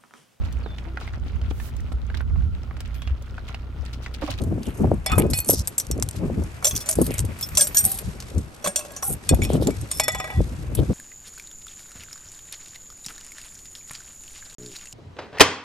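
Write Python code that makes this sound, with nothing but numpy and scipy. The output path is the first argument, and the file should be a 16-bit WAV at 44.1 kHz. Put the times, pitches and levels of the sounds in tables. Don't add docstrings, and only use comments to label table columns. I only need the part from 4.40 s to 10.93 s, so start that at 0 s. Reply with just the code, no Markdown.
import sys
import numpy as np
from scipy import signal
from scipy.fft import rfft, irfft, next_fast_len
from scipy.io import wavfile
from scipy.ndimage import map_coordinates

SR = 44100
rng = np.random.default_rng(int(sys.argv[2]) if len(sys.argv) > 2 else 0)


def unload_wav(signal):
    wavfile.write(
        sys.argv[1],
        SR,
        np.round(np.clip(np.atleast_2d(signal).T, -1, 1) * 32767).astype(np.int16),
    )


N = 288084

# t/s, level/dB, favoured f/Hz, ring/dB, knock/dB, crack t60/s
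BLADE_KNOCKS = [(0.6614, -8, 5110, -11.5, 0, 0.028), (0.6978, -26.5, 2550, 0.5, 13, 0.012),
                (0.718, -13, 2500, -7.5, 3.5, 0.023), (0.7534, -24.5, 2510, -12, 18, 0.14),
                (0.7804, -13.5, 10900, -8, 19, 0.03), (0.9013, -15, 10900, -20, -41, 0.033),
                (0.9337, -6, 4370, -11.5, -10.5, 0.031), (4.8908, 1, 8360, -9, -16.5, 0.023),
                (4.9453, -15.5, 11200, -15, -4, 0.031), (5.0196, -22, 2274, 2, -7, 0.036),
                (5.0493, -11, 2460, -14.5, -7, 0.02), (5.271, -4, 7230, -23, -14, 0.016),
                (5.305, -22, 2250, -12.5, -16, 0.038), (5.5136, -8, 8640, -13, -9, 0.039)]
LANDING_LEVELS_DB = [1, -2, -13.5, -14.5, -21.5, -28, -25, -39, -46, -52.5, -54]
# t/s, level/dB, favoured f/Hz, ring/dB
COIN_CLICKS = [(0.017, -28.5, 4200, -9), (0.037, -23, 10900, -28), (0.231, -25.5, 4700, -29),
               (0.267, -29, 6540, -19), (0.285, -35, 8500, -15), (0.54, -36.5, 9150, -16),
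               (0.866, -36, 8500, -32), (0.909, -23, 7500, -6), (0.9594, -27, 4460, -11),
               (0.987, -7.5, 9250, -20), (1.002, -16.5, 11500, 0.5), (1.046, -20.5, 9400, -18),
               (1.059, -27, 8350, -6), (1.088, -9, 8800, -4), (1.1, -10, 8500, 3), (1.1078, -9.5, 9000, -1),
               (1.115, -28, 9000, -5), (1.19, -24, 5670, -19), (1.278, -12.5, 10700, -3.5),
               (1.3805, -9.5, 8700, -0.5), (1.3994, -12, 6760, -3.5), (1.516, -16.5, 7460, -31),
               (1.629, -14.5, 8340, -26), (1.692, -29, 7500, -28), (2.0367, -33.5, 6040, -6),
               (2.489, -4, 9000, -1), (2.554, -18, 8400, -10), (2.615, -16, 10500, 2),
               (2.6648, -10.5, 11300, -20), (2.706, -23, 5230, -27), (2.74, -15, 9150, -32),
               (2.781, -12.5, 7500, -25), (2.791, -5.5, 7700, -54), (2.802, -15, 9600, -15),
               (2.85, -16.5, 12000, -32), (2.989, -25, 9400, -21), (3.01, -10, 14200, -18),
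               (3.088, -13, 14600, -23), (3.274, -13, 11400, -10), (3.441, -13, 8450, -1),
               (3.451, -13.5, 11700, 8), (3.5165, -12, 10700, 0), (3.587, -7.5, 13200, -28),
               (3.802, -21, 5160, -16), (3.823, -27, 4820, -19), (3.981, -27.5, 7750, -6),
               (4.519, -27, 11400, -22), (4.677, -29.5, 10200, 13), (5.133, -22.5, 6860, -6),
               (5.227, -26, 4160, -3.5), (5.412, -30.5, 7100, -1), (6.35, -12, 11600, -7.5)]
# t/s, level/dB
COIN_TICKS = [(1.2735, -1), (1.468, -16), (1.513, -1), (1.578, -23), (1.5985, -12.5), (1.6246, 1.5),
              (1.6883, -8), (1.7108, -14), (2.5273, -5), (3.2707, -4)]
# t/s, level/dB, favoured f/Hz, knock/dB, crack t60/s
BOX_HITS = [(2.2257, -25, 2230, 14, 0.04), (2.2451, -2.5, 7760, -8, 0.02), (2.253, -6, 6800, -7, 0.036),
            (2.269, -3.5, 6300, -14, 0.028), (2.31, -15.5, 6370, -7, 0.037), (2.352, -15.5, 6000, -19, .04),
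            (2.362, -7, 6300, -21, 0.02), (2.39, -29, 5000, -15, 0.024), (2.411, -25, 5260, -12, 0.035),
            (2.459, -24.5, 7260, -4.5, 0.12), (3.0264, -16, 5460, -16, 0.031),
            (3.151, -12, 6070, -19, 0.032), (3.1718, -2, 7700, -15, 0.049),
            (3.209, -1.5, 8900, -15.5, 0.028), (3.2185, -9.5, 9800, -16, 0.057),
            (3.3463, -9.5, 12060, -9.5, 0.028), (3.37, -4.5, 8450, -32, 0.047),
            (4.225, -37, 2100, -8, 0.025), (4.2427, -16.5, 8200, -0.5, 0.082),
            (4.261, -15.5, 1070, 9, 0.036), (4.273, -10.5, 7280, 2, 0.037), (4.359, -6, 7470, -14.5, 0.04),
            (4.3912, -17, 6250, -4, 0.037), (4.409, -30.5, 2670, 2.5, 0.063),
            (4.4496, -30.5, 6400, 6.5, 0.076), (4.505, -36, 2650, 7, 0.056), (4.5637, -22, 6270, -9, 0.047),
            (4.6257, -19.5, 5880, 6.5, 0.038)]
# f/Hz, relative level/dB, nominal t60/s
BLADE_RESONANCES = [(636, -6.5, 0.085), (765, -8.5, 0.18), (852, -15.5, 0.19), (1036, -9.5, 0.11),
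                    (1251, -12.5, 0.13), (1650, -15, 0.11), (1975, -12.5, 0.26), (2284, -4.5, 0.075),
                    (2500, -16, 0.24), (2920, -18, 0.14), (3526, -11, 0.19), (4370, -14, 0.14),
                    (5365, -6.5, 0.1), (5550, -9.5, 0.14), (6910, 0, .05), (7660, -2.5, 0.062),
                    (7350, -8, 0.047), (8770, -4.5, 0.053), (11280, -4, 0.061)]
COIN_RESONANCES = [(6110, 9.9, 0.03), (7820, 9.3, 0.035), (8770, 15.4, 0.024), (10900, 3.6, 0.098),
                   (11104, 23.2, 0.027), (12800, 4.2, 0.045)]
BOX_RESONANCES = [(190, -10, 0.052), (577, 3, 0.049), (613, -3, 0.097), (749, -10, 0.11),
                  (1085, -6.5, 0.081), (1360, -14, 0.085), (1660, -17, 0.13), (2255, -13.5, 0.14),
                  (2673, -11, 0.064), (3411, -3, 0.06), (4400, -11, 0.046), (5430, -16, 0.11),
                  (5700, -1, 0.086), (6085, 3.5, 0.039), (6700, -7, 0.079), (7070, -0.5, 0.053),
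                  (7486, -8, 0.1), (8550, -8.5, 0.13), (8770, -6, 0.11), (9150, -4.5, 0.074),
                  (11150, -6, 0.1), (12220, -3.5, 0.042), (12500, -20, 0.047)]
# t/s, length/s, f/Hz, level/dB, fade/(dB/s)
LONG_RINGS = [(0.661, 0.029, 8661, -23, 300), (0.664, 0.085, 3481, -31.5, 200),
              (0.721, 0.043, 2521, -33, 100), (0.723, 0.039, 1271, -23, 100), (0.933, 0.12, 2495, -31, 133),
              (0.934, .16, 4361, -31, 149), (1.516, 0.038, 5610, -34, 250), (2.495, 0.052, 625, -33, 100),
              (3.185, 0.1, 596, -36.5, 47), (3.198, 0.053, 1648, -32.5, 60), (3.353, 0.067, 1651, -39, 40),
              (3.439, 0.16, 774, -42, 67), (4.246, 0.085, 590, -28, 123), (4.255, 0.075, 1668, -37, 120),
              (4.259, 0.06, 201, -29, 60), (4.36, 0.27, 1091, -52, 32), (4.362, 0.22, 585, -41, 53),
              (4.495, 0.13, 1659, -54, 13), (4.629, 0.12, 785, -39.5, 64), (4.637, 0.062, 1371, -45, 100),
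              (5.534, 0.087, 5337, -43, 5), (5.596, 0.45, 3466, -38, 43), (5.605, 0.4, 1943, -35, 18),
              (5.684, 0.38, 2257, -50, 38), (5.69, .31, 768, -42, 25)]
# t/s, length/s, index into COIN_EDGE_HZ, level/dB
COIN_SINGS = [(2.246, 0.027, 2, -7), (2.28, .17, 2, -14), (2.615, 0.064, 2, -17), (3.009, 0.17, 1, -23),
              (3.198, 0.3, 1, -20), (3.35, 0.21, 1, -7), (3.43, 0.2, 2, -21), (4.642, 0.14, 1, -23)]
# t/s, length/s, hiss/dB, rasp/dB, rasp f/Hz
SLIDES = [(0.211, 0.13, -54, -52, 2980), (0.336, 0.096, -50.5, -55, 6500), (0.671, 0.07, -63, -36, 2200),
          (0.7, 0.052, -46, -31.5, 1260), (0.78, 0.024, -19.5, -35, 2190), (0.795, 0.04, -43, -38.5, 2400),
          (0.947, 0.053, -28, -65, 5500), (1.064, 0.09, -24.5, -41, 5930), (1.117, 0.11, -39, -34.5, 5630),
          (2.239, 0.074, -31.5, -39, 6000), (2.345, 0.093, -39, -40.5, 5230), (2.484, 0.06, -30, -34, 6700),
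          (2.562, 0.13, -39, -50, 4550), (2.686, 0.1, -44.5, -42.5, 2310), (3.193, 0.042, -40, -27, 6040),
          (3.367, 0.031, -18.5, -30, 6040), (3.443, 0.18, -34, -51, 4200), (4.238, 0.05, -42, -44, 3830),
          (4.623, .13, -27.5, -69, 6000), (5.03, 0.018, -31, -39, 3500), (5.09, 0.086, -44.5, -42.5, 3180),
          (5.205, 0.05, -46, -46.5, 3900), (5.533, 0.081, -37.5, -48, 5600),
          (6.367, 0.039, -48, -42.5, 3180)]
# f/Hz, level/dB
CRACK_EQ = [(150, -22), (500, 7), (1500, 3.5), (3000, -2.5), (6000, -2), (9000, 1.5), (12000, -1),
            (14000, -8.5), (16500, 10)]
SLIDE_EQ = [(5000, -18.5), (7300, -4.5), (8600, 3.5), (10200, 9.5), (11700, 7), (13000, -9), (16000, -12)]
# t/s, hold/s, rumble/dB, flutter offset/dB
WIND_GUSTS = [(0.02, 0.062, -24, -3), (0.118, 0.034, -26.5, 4.5), (0.207, 0.014, -30, -6),
              (0.282, 0.008, -29, 1.5), (0.407, 0.032, -25.5, 3.5), (0.443, 0.098, -23, 2),
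              (0.72, 0.02, -26.5, -4.5), (0.776, 0.13, -23, -2), (0.987, 0.011, -31, -9),
              (1.102, 0.013, -26.5, 4.5), (1.197, 0.01, -28, -8.5), (1.513, 0.14, -30, -4.5),
              (1.774, 0.29, -28.5, -2.5), (2.342, 0.013, -33.5, -3.5), (2.577, 0.15, -28, -1.5),
              (2.808, 0.091, -27.5, -14.5), (3.139, 0.033, -32, -9.5), (3.454, 0.013, -29.5, -9),
              (3.669, 0.022, -28, -7.5), (3.968, 0.0095, -26, -5), (4.709, 0.011, -29.5, 3.5),
              (4.935, 0.0066, -15.5, -1.5), (4.996, 0.027, -24, 4.5), (5.059, 0.25, -25.5, -1.7),
              (5.37, 0.064, -31, -8.5), (5.758, 0.0088, -30.5, -22), (5.996, 0.017, -18.5, -4),
              (6.068, 0.065, -30.5, -3.5), (6.19, 0.19, -32.5, -8.5), (6.391, 0.018, -18.5, 0.5),
              (6.498, 0.078, -19.5, -9.5)]
# t/s, level/dB
BREEZE_LEVELS = [(0, -37), (1.0, -39), (1.4, -45.5), (2.2, -44), (3.0, -41.5), (4.0, -40), (4.3, -57),
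                 (4.6, -51), (5.0, -42.5), (6.53, -41)]
# t/s, relative level/dB
EDDIES = [(0.444, -8.5), (0.516, -3.5), (0.78, -6), (0.863, -13), (1.095, -4.5), (1.136, -13.5),
          (1.503, -17.5), (1.568, -23), (1.589, -22.5), (1.9, -15), (2.587, -5), (2.708, -16), (3.96, -31),
          (4.912, -5.5), (4.938, -10), (5.102, -8), (5.223, -9.5), (6.005, -11), (6.407, -21)]
# f/Hz, level/dB
RUMBLE_EQ = [(15, -62), (30, -28), (45, 3), (70, 7.5), (120, 2), (200, -8.5), (400, -57)]
FLUTTER_EQ = [(80, -11), (150, 1.5), (250, 2), (350, -4.5), (600, -83)]
CRACKLE_EQ = [(200, -16.5), (380, 2), (600, -5.5), (900, -18), (1500, -28.5), (3000, -52.5)]
# f/Hz, level/dB
FIELD_EQ = [(100, -13), (300, -13.5), (727, -18), (1440, -22), (1900, -27), (2620, -27), (4270, -44.5),
            (8830, -44.5), (10300, -38), (11700, -43), (12300, -79), (12800, -94)]
# f/Hz, coherence
FIELD_COHERENCE = [(300, 0.48), (2000, 0.078), (6000, 0.45), (10000, 1)]
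# t/s, low band/dB, high band/dB
RUSTLE_LEVELS = [(0, -69, -53), (.1, -70, -62), (.3, -52, -61), (.6, -59, -58.5), (1.8, -54.5, -53),
                 (2.3, -49.5, -56), (3.5, -47, -44.5), (4.1, -62, -56), (5.3, -50.5, -48.5),
                 (6.53, -53, -51.5)]
# f/Hz, level/dB
LOW_RUSTLE_EQ = [(600, -8), (1200, 0), (2600, -0.5), (4000, -20)]
HIGH_RUSTLE_EQ = [(2000, -10), (3500, 3), (8500, 1), (10300, 1), (11700, 2.5), (12300, -42), (12800, -60)]
# f/Hz, left lead/rad
PORT_PHASE = [(0, 0), (500, .4), (1100, 1.1), (2000, 1.7), (2800, .9), (4200, .4), (5800, .6), (7300, 1),
              (8700, -.4), (10250, -3.2), (11700, -5.4), (12500, -6.8), (13100, -8.6), (14300, -9.8),
              (15500, -10)]
# f/Hz, gain/dB
TREBLE_CUT_EQ = [(12300, 2), (13500, -10), (16000, -24)]

COIN_EDGE_HZ = (11100, 13120, 14210)
SIDES = np.array([[1], [-1]])


def amp(db):
    return 10 ** (np.asarray(db) / 20)


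def along(points, hz):
    f, v = np.transpose(points)
    return np.interp(np.log(hz + 1), np.log(f + 1), v)


def curves(rows):
    times, *columns = np.transpose(rows)
    return [np.interp(np.arange(N) / SR, times, column) for column in columns]


def wobble(rate_hz):
    knots = rng.standard_normal(int(N * rate_hz / SR) + 4)
    return map_coordinates(knots, [np.arange(N) * rate_hz / SR])


def filtered(x, response):
    m = next_fast_len(x.shape[-1] + 2048)
    return irfft(rfft(x, m) * response(np.fft.rfftfreq(m, 1 / SR)), m)[..., :x.shape[-1]]


def stereo(noises, eq, coherence):
    def response(f):
        alike = np.full_like(f, coherence) if np.isscalar(coherence) else along(coherence, f)
        angle = np.arccos(np.clip(alike, -1, 1)) / 2
        return amp(eq(f) if callable(eq) else along(eq, f)) * [np.cos(angle), np.sin(angle)]
    mid, side = filtered(noises, response)
    both = np.array([mid + side, mid - side])
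    return both / np.sqrt(np.mean(both ** 2) + 1e-20)


def strike(hits, modes, sustain, favour_db, width_oct, scatter_db, detune, coherence, knock_hz, snap,
           clatter_db):
    out, t = np.zeros((2, N + SR)), np.arange(SR // 3) / SR
    n = SR // 8
    crack_t = t[:n]
    mode_hz, mode_db, t60_s = np.transpose(modes)[:, :, None]
    for start_s, db, spot_hz, ring_db, knock_db, crack_s in hits:
        def spot_db(f):
            favoured = favour_db * np.exp(-(np.log2((f + 1) / spot_hz) / width_oct) ** 2)
            return favoured + knock_db / (1 + (f / knock_hz) ** 6)
        scatter, mistune, split, skew = rng.standard_normal((4, len(modes), 1))
        gain = amp(mode_db + spot_db(mode_hz) + scatter_db * scatter)
        hz = mode_hz * (1 + detune * mistune)
        beat = 1 + 0.71 * np.cos(2 * np.pi * (0.009 * hz * split * t + mistune))
        decay = amp(-60 * t / (t60_s * sustain * crack_s / 0.032))
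        envelope = gain * beat * decay
        phase = 2 * np.pi * hz * t
        ring = np.array([np.sum(envelope * np.sin(phase + 0.41 * k * skew), axis=0) for k in (1, -1)])
        ring *= amp(ring_db) / np.linalg.norm(gain) * (1 - np.exp(-t / 0.00015))
        hiss = stereo(rng.standard_normal((2, n)), lambda f: along(CRACK_EQ, f) + spot_db(f), coherence)
        blows = rng.standard_normal(n) ** 3 * amp(-60 * crack_t / (1.56 * crack_s))
        blows[0] = 1.17 * np.linalg.norm(blows)
        hit = signal.fftconvolve(ring, blows[None] / np.linalg.norm(blows), axes=1)[:, :len(t)]
        clatter = amp(clatter_db - 60 * crack_t / (4.54 * crack_s))
        crack = amp(-60 * crack_t / crack_s) + clatter + snap * np.exp(-crack_t / 0.00043)
        hit[:, :n] += 0.5 * hiss * crack * (1 - np.exp(-crack_t / 0.00065))
        out[:, round(start_s * SR):][:, :len(t)] += amp(db) * hit
    return out[:, :N]


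def held_blade():
    return strike(BLADE_KNOCKS, BLADE_RESONANCES, sustain=0.89, favour_db=16.5, width_oct=0.071,
                  scatter_db=2.5, detune=0.0024, coherence=0.48, knock_hz=2000, snap=0.42, clatter_db=-24)


def dropped_blade(drop_s=5.5977, flight_s=0.0835, shrink=0.795, rock_s=0.038, crack_s=0.021):
    land_hz, rock_hz = 2200, (5340, 6850, 6850)
    land_s = drop_s + flight_s * (1 - shrink ** np.arange(len(LANDING_LEVELS_DB))) / (1 - shrink)
    landings = [(land_s[i], db, land_hz, -14.5 + 2.71 * i, 4 * i, crack_s)
                for i, db in enumerate(LANDING_LEVELS_DB)]
    rocks = [(land_s[i] + rock_s, -21 - 8 * i, hz, 3.5, -9, crack_s) for i, hz in enumerate(rock_hz)]
    return strike(landings + rocks, BLADE_RESONANCES, sustain=1.2, favour_db=9.5, width_oct=0.045,
                  scatter_db=2, detune=0.0023, coherence=0.91, knock_hz=3050, snap=1.6, clatter_db=-16)


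def coins_in_hand(knock_db=-6, tick_hz=7600, tick_ring_db=-21, tick_s=0.0071):
    clicks = [(start_s, db, hz, ring_db, knock_db, 0.037 * np.exp(0.014 * ring_db))
              for start_s, db, hz, ring_db in COIN_CLICKS]
    ticks = [(start_s, db, tick_hz, tick_ring_db, knock_db, tick_s) for start_s, db in COIN_TICKS]
    return strike(clicks + ticks, COIN_RESONANCES, sustain=0.76, favour_db=10.5, width_oct=0.73,
                  scatter_db=4.5, detune=0.029, coherence=0.82, knock_hz=2340, snap=0.51, clatter_db=-24)


def coins_in_box(ring_db=-6.5):
    hits = [(start_s, db, hz, ring_db, *rest) for start_s, db, hz, *rest in BOX_HITS]
    return strike(hits, BOX_RESONANCES, sustain=0.88, favour_db=13.5, width_oct=0.047,
                  scatter_db=4, detune=0.0042, coherence=0.63, knock_hz=2340, snap=0.39, clatter_db=-15)


def lingering_modes(waver_db=3.5, waver_hz=22):
    out = np.zeros((2, N))
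    for start_s, length_s, hz, db, fade_db_per_s in LONG_RINGS:
        t = np.arange(int(length_s * SR)) / SR
        gate = np.clip(np.minimum(t / 0.0024, (t[-1] - t) / 0.039), 0, 1)
        knots = rng.standard_normal((3, 40))
        depth = min(1, 1000 / hz) ** 0.49
        swell, drift = (depth * map_coordinates(k, [t * 70]) for k in knots[:2])
        phase = 2 * np.pi * np.cumsum(hz + waver_hz * drift) / SR + 0.15 * knots[2, 0] * SIDES
        envelope = amp(db - fade_db_per_s * t + waver_db * swell) * gate
        out[:, round(start_s * SR):][:, :len(t)] += envelope * np.sin(phase)
    return out


def singing_coins(waver_hz=60, fade_db_per_s=116):
    out = np.zeros((2, N))
    waver_rad = 2 * np.pi * waver_hz * np.cumsum(wobble(280)) / SR
    for start_s, length_s, mode, db in COIN_SINGS:
        t = np.arange(int(length_s * SR)) / SR
        gate = np.clip(np.minimum(t / 0.0027, (t[-1] - t) / 0.014), 0, 1)
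        span = slice(round(start_s * SR), round(start_s * SR) + len(t))
        tone = np.sin(2 * np.pi * COIN_EDGE_HZ[mode] * t + waver_rad[span])
        out[:, span] += amp(db - fade_db_per_s * t) * gate * tone
    return out * amp(4.4 * wobble(70) + 1.7 * np.array([wobble(78), wobble(70)]))


def sliding():
    out = np.zeros((2, N))
    grit = amp(4 * wobble(450) + 2.2 * wobble(80))
    for start_s, length_s, hiss_db, rasp_db, rasp_hz in SLIDES:
        n = int(length_s * SR)
        span = slice(round(start_s * SR), round(start_s * SR) + n)
        slips = grit[span] * rng.standard_normal((4, SR // 4))[:, :n]
        hiss = stereo(slips[:2], SLIDE_EQ, 0.97)
        rasp = stereo(slips[2:], lambda f: -23 * np.abs(np.log2((f + 1) / rasp_hz)), 0.55)
        arch = np.sin(np.linspace(0, np.pi, n)) ** 0.5
        out[:, span] += arch * (amp(hiss_db) * hiss + amp(rasp_db) * rasp)
    return out


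def gust_levels(rise_db_per_s=363, fall_db_per_s=252):
    start_s, hold_s, db, offset_db = np.transpose(WIND_GUSTS)[:, :, None]
    t = np.arange(N) / SR
    breeze_db, = curves(BREEZE_LEVELS)
    drop_db = rise_db_per_s * np.maximum(start_s - t, 0)
    drop_db += fall_db_per_s * np.maximum(t - start_s - hold_s, 0)
    rumble_db = np.maximum(breeze_db, np.max(db - drop_db, axis=0))
    flutter_db = np.maximum(breeze_db - 10.5, np.max(db + offset_db - 1.69 * drop_db, axis=0))
    return rumble_db, flutter_db - 1


def eddy_pops(typical_hz=490, rise_cycles=0.65):
    out, t = np.zeros((2, N + SR)), np.arange(SR // 20) / SR
    for start_s, db in EDDIES:
        offset, skew, spread = rng.standard_normal(3)
        hz = typical_hz * np.exp(0.15 * spread)
        age = hz * t / rise_cycles
        swing = np.sin(2 * np.pi * (hz * t / (1 + 18 * t) + offset) + 0.37 * skew * SIDES)
        out[:, round(start_s * SR):][:, :len(t)] += amp(db - 3) * (age * np.exp(1 - age)) ** 2 * swing
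    return out[:, :N]


def wind():
    rumble_db, flutter_db = gust_levels()
    surge = wobble(40)
    rumble_lumps = amp(3 * wobble(25))
    flutter_lumps = amp(4 * surge + 2 * wobble(70))
    crackle_lumps = amp(5 * surge + 4.5 * wobble(110))
    rumble = stereo(rumble_lumps * rng.standard_normal((2, N)), RUMBLE_EQ, 0.83)
    flutter = stereo(flutter_lumps * rng.standard_normal((2, N)), FLUTTER_EQ, 0.77)
    crackle = stereo(crackle_lumps * rng.standard_normal((2, N)), CRACKLE_EQ, 0.67)
    buffeting = amp(rumble_db) * rumble + amp(flutter_db) * (flutter + amp(-4.5) * crackle)
    return (buffeting + eddy_pops()) * amp(1.1 * SIDES)


def field():
    return amp(-48.5) * stereo(rng.standard_normal((2, N)), FIELD_EQ, FIELD_COHERENCE)


def rustle():
    out = np.zeros((2, N))
    for db, eq in zip(curves(RUSTLE_LEVELS), (LOW_RUSTLE_EQ, HIGH_RUSTLE_EQ)):
        grit = amp(2.5 * wobble(30) + 2.9 * wobble(200)) * rng.standard_normal((2, N))
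        out += amp(db - 1.5) * stereo(grit, eq, FIELD_COHERENCE)
    return out


def scene():
    impacts = held_blade() + dropped_blade() + coins_in_hand() + coins_in_box()
    return impacts + lingering_modes() + singing_coins() + sliding() + wind() + field() + rustle()


def record(dry):
    top_hz = 16500
    hz, lead_rad = np.transpose(PORT_PHASE)
    dulled = filtered(
        dry, lambda f: amp(along(TREBLE_CUT_EQ, f)) * np.exp(0.5j * SIDES * np.interp(f, hz, lead_rad)))
    clipped = dulled / (1 + np.abs(dulled) ** 6) ** (1 / 6)
    return filtered(clipped, lambda f: f < top_hz)


dry = scene()
out = record(dry)
unload_wav(out)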